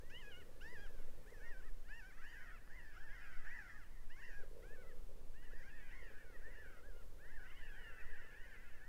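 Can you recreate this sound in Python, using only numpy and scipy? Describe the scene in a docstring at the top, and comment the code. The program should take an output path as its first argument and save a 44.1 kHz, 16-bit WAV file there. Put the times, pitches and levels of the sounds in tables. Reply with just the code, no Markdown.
"""A flock of jays crosses open desert at dusk. From the start, slow wind rocks the microphone over a
soft hiss, wingbeats push out low puffs of air, and nasal cries overlap. Each cry is a stack of
harmonics (whole multiples of one pitch) that rises, then steps down with a quaver. From 1 s on, a
few small ticks sound nearby. The cries crowd together at 2-4 s, thin out near 5 s as the wings are
at their loudest, then come back in two waves, around 6 s and from 7 s to the end."""
import sys
import numpy as np
from scipy import signal
from scipy.fft import rfft, irfft
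from scipy.io import wavfile
from scipy.ndimage import uniform_filter1d

SR = 44100
rng = np.random.default_rng(int(sys.argv[2]) if len(sys.argv) > 2 else 0)


def wrap_up_sound(samples):
    """Save the sound to the file named by the first command line argument, as 16-bit audio."""
    columns = np.atleast_2d(samples).T
    # keep every value between -1 and 1, then stretch to whole-number steps
    tamed = np.clip(columns, -1, 1)
    steps = np.round(tamed * 32767).astype(np.int16)
    wavfile.write(sys.argv[1], SR, steps)


N = 391608
TOP_HZ = 15720  # upper limit of the treble


def amp(db):
    """Turns decibels into a number to multiply by."""
    return 10 ** (np.asarray(db) / 20)


def unit_rms(x):
    """Scales a signal so its average strength (rms) is 1."""
    return x / np.sqrt(np.mean(x ** 2) + 1e-20)


def level_at(spectrum, hz):
    """Looks up a spectrum's level at hz, joining its points on a log frequency axis."""
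    f, db = np.transpose(spectrum)
    return np.interp(np.log(hz + 1), np.log(f + 1), db)


def over_time(rows, column=1):
    """Gives one column of a time table at every sample."""
    rows = np.array(rows)
    return np.interp(np.arange(N) / SR, rows[:, 0], rows[:, column])


def add(mix, start_s, sound):
    """Mixes a sound in at its start time."""
    part = mix[round(start_s * SR):][:len(sound)]
    part += sound[:len(part)]


def shaped_noise(spectrum):
    """Steady noise with the given spectrum, at rms 1."""
    gain = amp(level_at(spectrum, np.fft.rfftfreq(N, 1 / SR)))
    return unit_rms(irfft(rfft(rng.standard_normal(N)) * gain, N))


def wind(level_db=-42.5, swell_db=1.6):
    """Slow swings of air pressure push on the microphone, swelling and easing by chance."""
    # spectrum of the rumble: f/Hz, relative level/dB
    rumble = [(1, -42), (3, 3.5), (8, 4), (14, -5.5), (22, -12), (32, -18), (45, -23.5), (65, -33.5),
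              (120, -44.5), (200, -71)]
    t = np.arange(N) / SR
    swell = sum(np.sin(2 * np.pi * (hz * t + rng.random())) / np.sqrt(hz)
                for hz in np.geomspace(.4, 3.5, num=16))
    return amp(level_db) * unit_rms(shaped_noise(rumble) * amp(swell_db * unit_rms(swell)))


def air_and_hiss(level_db=-67.5):
    """Distant air and microphone hiss; the low part follows the gusts most."""
    # spectrum of the background: f/Hz, relative level/dB
    background = [(35, -33), (60, 0), (81, -5), (167, -11), (201, -12.5), (278, -14), (313, -14),
                  (498, -18), (774, -20.5), (1120, -22), (2010, -28), (3590, -31.5), (15600, -36)]
    # gusts (only the swing around each average counts): t/s, low air level/dB, hiss level/dB
    gusts = [(0, -70.5, -76.5), (1.1, -70, -76), (1.9, -74.5, -78.5), (3, -73, -79), (4.3, -74.5, -78.5),
             (4.6, -71.5, -77), (5.5, -72, -78.5), (6.5, -72.5, -78), (8, -74, -78.5)]
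    noise = amp(level_db) * shaped_noise(background)
    low = signal.sosfilt(signal.butter(2, 900, fs=SR, output="sos"), noise)
    hiss = noise - low
    low_db, hiss_db = over_time(gusts), over_time(gusts, column=2)
    return low * amp(low_db - low_db.mean()) + hiss * amp(hiss_db - hiss_db.mean())


def wing_puff(hz, width_cycles=2):
    """One downstroke: a few soft cycles of pushed air."""
    cycles = np.arange(1500) / SR * hz
    return np.exp(-2 * (cycles / width_cycles - 1.3) ** 2) * np.sin(2 * np.pi * cycles)


def wings(puff_hz=479.6, beats_per_s=130):
    """Many birds beat their wings out of step; a few strokes stand out alone."""
    # loudness of all the wings together: t/s, level/dB
    wing_levels = [(0, -72.5), (.5, -69.5), (1.4, -69.5), (2.2, -81.5), (4.2, -87), (4.5, -62.5),
                   (4.8, -64.5), (5.2, -70.5), (5.9, -81), (6.1, -70), (7.1, -71), (7.5, -78), (7.9, -72),
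                   (8.88, -77.5)]
    # single strokes: t/s, peak level/dB
    flaps = [(0.034, -54), (0.138, -58), (0.279, -54.5), (1.325, -52), (4.29, -57), (4.436, -55),
             (4.567, -51), (4.787, -53), (5.112, -55), (5.28, -76), (5.534, -56), (6.027, -57),
             (6.111, -59), (6.963, -55)]
    strength = amp(0.63 * np.minimum(rng.exponential(1, N), 3))
    beats = strength * (rng.random(N) < beats_per_s / SR)
    pitch_choice, out = rng.integers(0, 12, N), np.zeros(N)
    for k, hz in enumerate(puff_hz * np.geomspace(.9, 1.12, num=12)):
        out += signal.oaconvolve(beats * (pitch_choice == k), wing_puff(hz))[:N]
    out = unit_rms(out) * amp(over_time(wing_levels))
    for s, db in flaps:
        add(out, max(s - .003, 0), amp(db) * wing_puff(puff_hz * 1.01))
    return out


def cry(start, top, end, top_hz, climb, bend, sag_s, quaver_s, quaver_depth,
        db, fade_db_per_s, third_db, fourth_db, loss_db_per_khz, beak_db, harmonics=16):
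    """A bird's voice box makes harmonics; throat and beak shape them, and moving air makes them waver."""
    # how throat and beak colour the voice: f/Hz, relative level/dB
    throat = [(600, -14), (1000, -9.5), (1300, 2.5), (1800, 10), (2300, -0.5), (2850, -2.5), (3300, -12),
              (4000, -24), (4600, -15.5), (5400, -12), (6100, -18), (7200, -18), (8800, -37), (11500, -17),
              (14000, -38)]
    scoop, scoop_s = .22, .018  # the pitch starts this share lower and quickly catches up
    sag_to = .65  # then sinks toward this share of its top
    drop_s, drop_per_s = .025, 7.  # and falls away at the end
    attack_s, release_s = 0.011, 0.019
    beak_hz, beak_width_hz = 2920, 300
    rise_s, fall_s = top - start, end - top
    t = np.arange(0, rise_s + fall_s + drop_s, 1 / SR)
    since_top = np.maximum(t - rise_s, 0)

    rise = (1 - climb * np.maximum(1 - t / rise_s, 0) ** bend) * (1 - scoop * np.exp(-t / scoop_s))
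    sag = sag_to + (1 - sag_to) * np.exp(-since_top / sag_s)
    quaver = 1 - quaver_depth * np.sin(np.pi * since_top / quaver_s) ** 2
    drop = 1 - drop_per_s * np.maximum(since_top - fall_s, 0)
    hz = uniform_filter1d(top_hz * rise * sag * quaver * drop, size=400)
    jitter = unit_rms(uniform_filter1d(rng.standard_normal(len(t)), size=500))
    hz *= 1 + 0.0038 * jitter

    k, step = np.arange(1, harmonics + 1)[:, None], 64  # harmonic numbers; samples per level update
    harmonic_hz = k * hz[::step]
    waver = unit_rms(uniform_filter1d(rng.standard_normal(harmonic_hz.shape), size=22, axis=1))
    waver_db = (1.9 + 2.0 * (k > 2)) * waver  # upper harmonics waver most
    voice_db = level_at(throat, harmonic_hz) - max(level for _, level in throat)
    voice_db += third_db * (k == 3) + fourth_db * (k == 4)
    voice_db += beak_db * np.exp(-((harmonic_hz - beak_hz) / beak_width_hz) ** 2)
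    air_loss_db = max(loss_db_per_khz, 0) * np.maximum(harmonic_hz - 2 * top_hz, 0) / 1000
    gain = amp(voice_db - air_loss_db + waver_db) * (harmonic_hz < TOP_HZ)
    gain = np.repeat(gain, step, axis=1)[:, :len(t)]

    cycles = np.cumsum(hz) / SR
    voice = np.sum(gain * np.sin(2 * np.pi * k * cycles), axis=0)
    soft_ends = np.clip(np.minimum(t / attack_s, (t[-1] - t) / release_s), 0, 1)
    return np.sqrt(2) * amp(db - fade_db_per_s * since_top) * soft_ends * voice


def near_birds():
    """Jays close enough for each cry to stand out."""
    # one cry a row: start/s, top/s, end/s, top pitch/Hz, climb/share of top pitch, bend of the rise/power,
    # sag time/s, quaver period/s, quaver depth/share, level/dB, fade after the top/(dB per s),
    # third harmonic/dB, fourth harmonic/dB, treble lost to the air/(dB per kHz), beak ring/dB
    cries = [(0.0, 0.099, 0.14, 990.0, 0.08, 0.88, 0.5, 0.065, 0.0, -72, 1.0, -6, -5, 4, 1.0),
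             (0.095, 0.193, 0.413, 1071, 0.2, 0.75, 0.096, 0.098, 0.088, -59.5, 21, 0.5, 0.0, 0.3, 9.5),
             (0.606, 0.728, 0.862, 1014, 0.21, 1, 0.14, 0.11, 0.1, -55.5, 29, -7.5, 4.0, 0.8, -2),
             (0.845, 0.88, 1.015, 916, 0.0, 0.8, 0.16, 0.079, 0.0, -73, 5, -1, 2, -1, 3),
             (1.258, 1.322, 1.482, 1082, 0.21, 0.95, 0.059, 0.058, 0.058, -66, -1, -2, -3, 0, -3),
             (1.401, 1.501, 1.6, 963, 0.054, 0.76, 0.13, 0.1, 0.1, -59, 35.0, -6, -13, 2.1, 3),
             (1.615, 1.662, 1.68, 665, 0.11, 0.94, 0.18, 0.1, 0.0, -66.5, -1.0, -2.5, -3, 2, -1),
             (1.831, 1.92, 2.027, 1023, 0.16, 0.97, 0.27, 0.064, 0.13, -70.5, -8, 0, -4.0, 0, 2),
             (1.878, 1.979, 2.105, 956, 0.15, 0.9, 0.16, 0.11, 0.13, -57.0, 30.0, -3.5, -13, 1, 4),
             (2.116, 2.202, 2.235, 670, 0.043, 1.04, 0.18, 0.1, 0.014, -66.0, 5.0, -2, 1, 0, -4),
             (2.166, 2.328, 2.575, 948.0, 0.36, 1.2, 0.13, 0.109, 0.12, -63.5, 1, -7.5, 0, 4.5, 1.0),
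             (2.202, 2.33, 2.473, 980, 0.17, 1.03, 0.075, 0.12, 0.018, -61.5, 16, -1.5, -13, 0.9, 0),
             (2.236, 2.317, 2.384, 1037, 0.08, 1.5, 0.15, 0.123, 0.081, -66, -10.0, 1, -4, -3, 1.0),
             (2.31, 2.441, 2.544, 1045.0, 0.14, 1.7, 0.067, 0.14, 0.06, -64.5, 15, 2, -2, 3, -4),
             (2.324, 2.429, 2.566, 826.0, 0.041, 2.2, 0.219, 0.095, 0.093, -67.5, -8.0, -7, -2, 1.8, -1),
             (2.397, 2.451, 2.503, 661, 0, 1.5, 0.42, 0.067, 0.058, -70.0, 0.0, 6, -3, 3, 1.0),
             (2.596, 2.673, 2.69, 998, 0.04, 1.0, 0.22, 0.1, 0.015, -72.5, -3.0, -8, -2.0, -3, 0.0),
             (2.691, 2.764, 3.005, 1065.0, 0.17, 0.8, 0.2, 0.064, 0.057, -62.5, 18, -13, -1.0, 2, 1.0),
             (2.694, 2.742, 2.81, 905.0, 0.18, 1.7, 0.061, 0.072, 0.08, -73, 35.0, -5, 0, 5, 1.0),
             (2.702, 2.781, 2.954, 1018, 0.13, 0.9, 0.117, 0.067, 0.039, -65.5, 20, -5, -2, 0.5, 1.0),
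             (2.929, 3.016, 3.036, 799.0, 0.16, 1.4, 0.14, 0.15, 0.01, -65, 18.0, -13, -1, 1.2, 1.0),
             (2.957, 3.054, 3.249, 922, 0.22, 1.03, 0.26, 0.077, 0.078, -61, 13.0, -9.0, -1.0, 1.5, 0),
             (3.062, 3.148, 3.365, 1086, 0.2, 1.24, 0.097, 0.08, 0.0054, -64, -16, -2.5, -3.0, 1.3, -1),
             (3.079, 3.171, 3.45, 989, 0.19, 0.82, 0.11, 0.07, 0.089, -63.5, 5, -5, -7, 4, 0),
             (3.118, 3.146, 3.327, 773, 0.0, 1.2, 0.53, 0.092, 0.11, -66.5, -8, 0.5, -7.0, 1.2, 1.0),
             (3.2, 3.339, 3.489, 948, 0.33, 0.92, 0.048, 0.082, 0.067, -70.5, -6, 3, -1, 2, 1.0),
             (3.265, 3.401, 3.539, 859, 0.31, 1.05, 0.29, 0.082, 0.11, -74, -8.0, -1.0, -10, -0.5, 3),
             (3.31, 3.467, 3.549, 918, 0.27, 0.82, 0.49, 0.079, 0.14, -67, -8, -7, -3, 3, 3),
             (3.442, 3.557, 3.715, 971, 0.11, 2.55, 0.093, 0.12, 0.0076, -57.5, 53.0, -5, -14, 1, -5),
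             (3.448, 3.558, 3.615, 1008, 0.27, 1.8, 0.216, 0.13, 0.098, -57.5, -14, -9, -11, 5, -1),
             (3.458, 3.53, 3.642, 769, 0.35, 1.4, 0.278, 0.099, 0.15, -70, 2.0, 3, -2, 5, -1),
             (3.491, 3.566, 3.772, 913, 0.12, 1.5, 0.091, 0.14, 0.0052, -60.5, 17, -0.5, -15, 1.5, -13),
             (3.548, 3.653, 3.771, 739, 0.22, 1.37, 0.17, 0.12, 0.12, -71.0, -10.0, 9, -6.0, 7, -4),
             (3.637, 3.778, 3.831, 851, 0.08, 0.9, 0.062, 0.083, 0.02, -66, -7.0, -4, -8.0, 0.5, -1),
             (3.86, 3.92, 4.03, 735.0, 0.15, 1.0, 0.46, 0.11, 0.14, -82.5, 13.0, 8.5, -2, 0, 1.0),
             (4.094, 4.187, 4.334, 1140, 0.17, 0.8, 0.125, 0.096, 0.1, -62.5, 21, -3, -6.0, 0.5, 3),
             (4.155, 4.253, 4.355, 1033, 0.23, 1.0, 0.16, 0.14, 0.005, -63, 29.0, -7, -2, 0.5, 0),
             (4.211, 4.272, 4.427, 1033, 0.15, 1.1, 0.14, 0.12, 0.1, -61, 6.0, -5.5, -7.0, 1.0, -2),
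             (4.213, 4.255, 4.397, 979, 0.084, 0.91, 0.15, 0.124, 0.13, -65, 36, -6, -7, 2, -1),
             (4.619, 4.741, 4.915, 904, 0.18, 0.82, 0.11, 0.071, 0.086, -63.5, 20, -1, -4.0, 3, -4),
             (5.332, 5.441, 5.627, 992, 0.1, 0.9, 0.22, 0.1, 0.075, -69.5, 20, -1.5, -3, 4, 9),
             (5.416, 5.509, 5.649, 1036.0, 0.16, 0.87, 0.096, 0.127, 0.0059, -70, -4, -2, 0, 0, 0),
             (5.502, 5.591, 5.681, 982, 0.19, 1.25, 0.15, 0.098, 0.15, -63.5, -12, -20, -15, 1, 1.0),
             (5.586, 5.667, 5.882, 1080, 0.11, 0.9, 0.091, 0.097, 0.05, -68.5, 36, 5, 6, 5, -4),
             (5.619, 5.758, 5.995, 948, 0.23, 0.77, 0.22, 0.14, 0.027, -66, 13, 3, 4, 3, -6),
             (5.673, 5.803, 5.923, 873, 0.059, 1.8, 0.19, 0.09, 0.037, -71.5, -10.0, 1.5, 6, 0.5, 1.0),
             (5.772, 5.855, 5.965, 1027, 0.1, 0.8, 0.47, 0.115, 0.057, -66.5, 35, -7.0, 1.0, 2.7, 1.0),
             (5.894, 6.003, 6.07, 1100, 0.15, 1.3, 0.16, 0.071, 0.037, -65, 9.0, 0, -2.0, 2.9, -1),
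             (5.907, 5.976, 6.226, 1113, 0.14, 1.5, 0.14, 0.094, 0.034, -59.5, 55.0, -2.5, 0, 1.5, 1.0),
             (5.914, 5.983, 6.187, 1053, 0.14, 1.95, 0.11, 0.066, 0.0, -68.0, 15.0, -9, 0.0, 4, 4),
             (5.915, 5.977, 6.223, 768, 0.041, 1.45, 0.25, 0.092, 0.047, -74.5, -13, 1, -1.0, 3, 1.0),
             (5.932, 6.028, 6.118, 1092, 0.23, 2.4, 0.057, 0.1, 0.06, -67, 14.0, 1, -2, 1.7, 2),
             (6.111, 6.216, 6.36, 916.0, 0.22, 0.92, 0.096, 0.09, 0.052, -67, 1, -3, -5, 1.9, 3),
             (6.408, 6.522, 6.792, 1021, 0.19, 0.77, 0.18, 0.099, 0.065, -62, 10, -11, -1, 3, -5),
             (6.507, 6.652, 6.782, 957, 0.016, 1.43, 0.17, 0.093, 0.075, -70.5, 4, -3, -6, 5, 10),
             (6.532, 6.61, 6.784, 987, 0.15, 1.47, 0.074, 0.093, 0.097, -68.5, -5, -5.0, -6.0, 2.4, 1.0),
             (6.537, 6.601, 6.698, 929, 0.07, 1.75, 0.095, 0.09, 0.11, -66, -4.0, -5, -6, 4, 3),
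             (6.816, 6.878, 7.019, 864, 0.092, 0.77, 0.17, 0.12, 0.088, -67.5, 2.0, -9, -5, 4, 4),
             (7.178, 7.306, 7.469, 1041, 0.26, 1.08, 0.15, 0.056, 0.11, -63.5, -3, -8.5, -11, 4, 2),
             (7.235, 7.353, 7.531, 1055, 0.2, 1.0, 0.051, 0.071, 0.13, -67.5, -13, -8, -7, 3, 1.0),
             (7.271, 7.35, 7.471, 926, 0.19, 1.09, 0.17, 0.11, 0.14, -64.5, -10.0, -11, -8, 3.3, 3),
             (7.424, 7.577, 7.811, 1107, 0.09, 1.2, 0.078, 0.11, 0.014, -65, 11, -6.0, -3, 5, 1.0),
             (7.446, 7.568, 7.696, 1068, 0.16, 2.4, 0.27, 0.11, 0.01, -65.5, 43, 3, 1, 4, 1.0),
             (7.492, 7.589, 7.792, 1041, 0.3, 1.0, 0.18, 0.083, 0.04, -68.5, 2, 0.5, 1, 0, 6),
             (7.495, 7.578, 7.684, 976, 0.25, 1.3, 0.27, 0.072, 0.14, -72, -10.0, 3, 7, 0, 1.0),
             (7.575, 7.648, 8.007, 920, 0.22, 1.35, 0.205, 0.082, 0.0042, -65.5, -1, -1.5, 3.5, 2.5, 4),
             (7.713, 7.816, 7.909, 989.0, 0.17, 1.07, 0.262, 0.07, 0.085, -63, -9, -13.0, -6.0, 3.7, 3),
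             (7.742, 7.845, 8.037, 980, 0.2, 1.0, 0.17, 0.16, 0.12, -63.5, -6, -13, -10.0, 9, 9),
             (7.755, 7.807, 7.932, 898, 0.16, 1, 0.08, 0.087, 0.095, -70, -6.0, -2.0, 4, 2.6, 4),
             (7.953, 8.089, 8.201, 1024, 0.14, 1.24, 0.088, 0.121, 0.05, -64.5, -8, -9, -3.0, 6, -1),
             (7.952, 8.093, 8.265, 967, 0.14, 1.6, 0.081, 0.083, 0.019, -68.0, -6, -5, -2, 7, 5),
             (7.986, 8.115, 8.336, 1000, 0.11, 1.5, 0.22, 0.12, 0.15, -66, 8.0, -6.0, -7, 3.0, 6),
             (8.005, 8.109, 8.25, 973, 0.2, 1.13, 0.076, 0.12, 0.052, -66, -5.0, -8, -13, 3.5, 4),
             (8.087, 8.174, 8.354, 996.0, 0.16, 0.67, 0.384, 0.13, 0.074, -64.5, 30, -4, 0, 2.5, 2),
             (8.137, 8.245, 8.381, 1001, 0.13, 1.07, 0.2, 0.11, 0.085, -65.5, 24.0, -2.5, 4, 3.8, 4),
             (8.298, 8.49, 8.553, 1084, 0.26, 0.96, 0.14, 0.088, 0.11, -66.5, 3, -3.5, 4, 2.9, 1.0),
             (8.321, 8.375, 8.556, 893, 0.052, 1.18, 0.36, 0.13, 0.13, -67, -8, -9, 2, 2.2, -1),
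             (8.328, 8.441, 8.624, 982.0, 0.19, 1.1, 0.095, 0.093, 0.07, -69.5, 12, 2, -1, 0.5, 5),
             (8.351, 8.455, 8.686, 941.0, 0.19, 2.0, 0.23, 0.085, 0.044, -68, -2, -6, 0.0, 3.5, -4),
             (8.579, 8.675, 8.866, 1055, 0.14, 1.0, 0.17, 0.11, 0.091, -71.5, 28.0, 0, -4, 3.4, 6),
             (8.577, 8.683, 8.778, 880, 0.14, 0.9, 0.094, 0.14, 0.03, -74, -8.0, 5, 0, 1, 1.0),
             (8.695, 8.767, 8.866, 935, 0.13, 1.3, 0.106, 0.083, 0.1, -71.0, -10.0, 1, -5.0, 2, 1.0),
             (8.788, 8.882, 9.055, 1006.0, 0.17, 0.66, 0.071, 0.135, 0.01, -66.5, 0.0, -4, 2.0, 4.4, 0)]
    out = np.zeros(N)
    for row in cries:
        add(out, row[0], cry(*row))
    return out


def far_birds(count=100):
    """Many more jays, dulled by distance, each with its own timing, pitch, quaver and loudness."""
    # loudness of the far flock: t/s, level/dB
    flock_levels = [(0, -86), (1, -78), (1.7, -80.5), (2.15, -79), (2.65, -73), (3.2, -75.5), (3.7, -68),
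                    (3.95, -77), (5.1, -94), (6.1, -70.5), (6.5, -71), (7.15, -91), (7.5, -74),
                    (8.88, -72.5)]
    out = np.zeros(N)
    for n, (when, length, pitch, sag, slow, deep, quiet, bright) in enumerate(rng.random((count, 8))):
        start = (n + when) * N / SR / count
        bright_db = -3 + 8 * bright
        add(out, start, cry(
            start, top=start + .07 + .05 * length, end=start + .19 + .24 * length,
            top_hz=880 + 220 * pitch, climb=.17, bend=1.2, sag_s=.07 + .12 * sag,
            quaver_s=.075 + .045 * slow, quaver_depth=.12 * deep, db=-8 * quiet, fade_db_per_s=14,
            third_db=bright_db, fourth_db=bright_db, loss_db_per_khz=6.1, beak_db=0, harmonics=6))
    return unit_rms(out) * amp(over_time(flock_levels))


def ground_echo(sound, decay_s=0.41):
    """Earth, rocks and bushes throw back a short scatter of echoes."""
    t = np.arange(6000) / SR
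    echoes = rng.choice([-1., 1.], len(t)) * (rng.random(len(t)) < .04)
    echoes *= amp(-60 * t / decay_s) * (t > .004)
    return signal.oaconvolve(sound, echoes / np.linalg.norm(echoes))[:N]


def ticks():
    """Small dry clicks, each a tone that swells and dies almost at once."""
    # clicks: t/s, peak level/dB, f/Hz, bandwidth/Hz (wider is shorter)
    clicks = [(.988, -53, 1300, 1500), (1.3035, -55, 6500, 9000), (1.3065, -53, 6000, 9000),
              (2.677, -50, 1300, 1500), (2.759, -56, 1200, 1300), (5.449, -58, 1800, 2500)]
    out, t = np.zeros(N), np.arange(400) / SR
    for s, db, hz, width_hz in clicks:
        age = np.pi * width_hz * t
        add(out, s, amp(db) * age * np.exp(1 - age) * np.sin(2 * np.pi * hz * t))
    return out


def scene():
    """Mixes the birds, their echo and the other sounds into one channel."""
    birds = near_birds() + far_birds()
    return (birds + amp(-13.5) * ground_echo(birds) + wings() + ticks() + air_and_hiss() + wind())[None]


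def record(dry):
    """Cuts off the treble above TOP_HZ."""
    lowpass = signal.firwin(511, TOP_HZ, window=("kaiser", 9), fs=SR)
    return signal.oaconvolve(dry, lowpass[None], "same")


dry = scene()
out = record(dry)
wrap_up_sound(out)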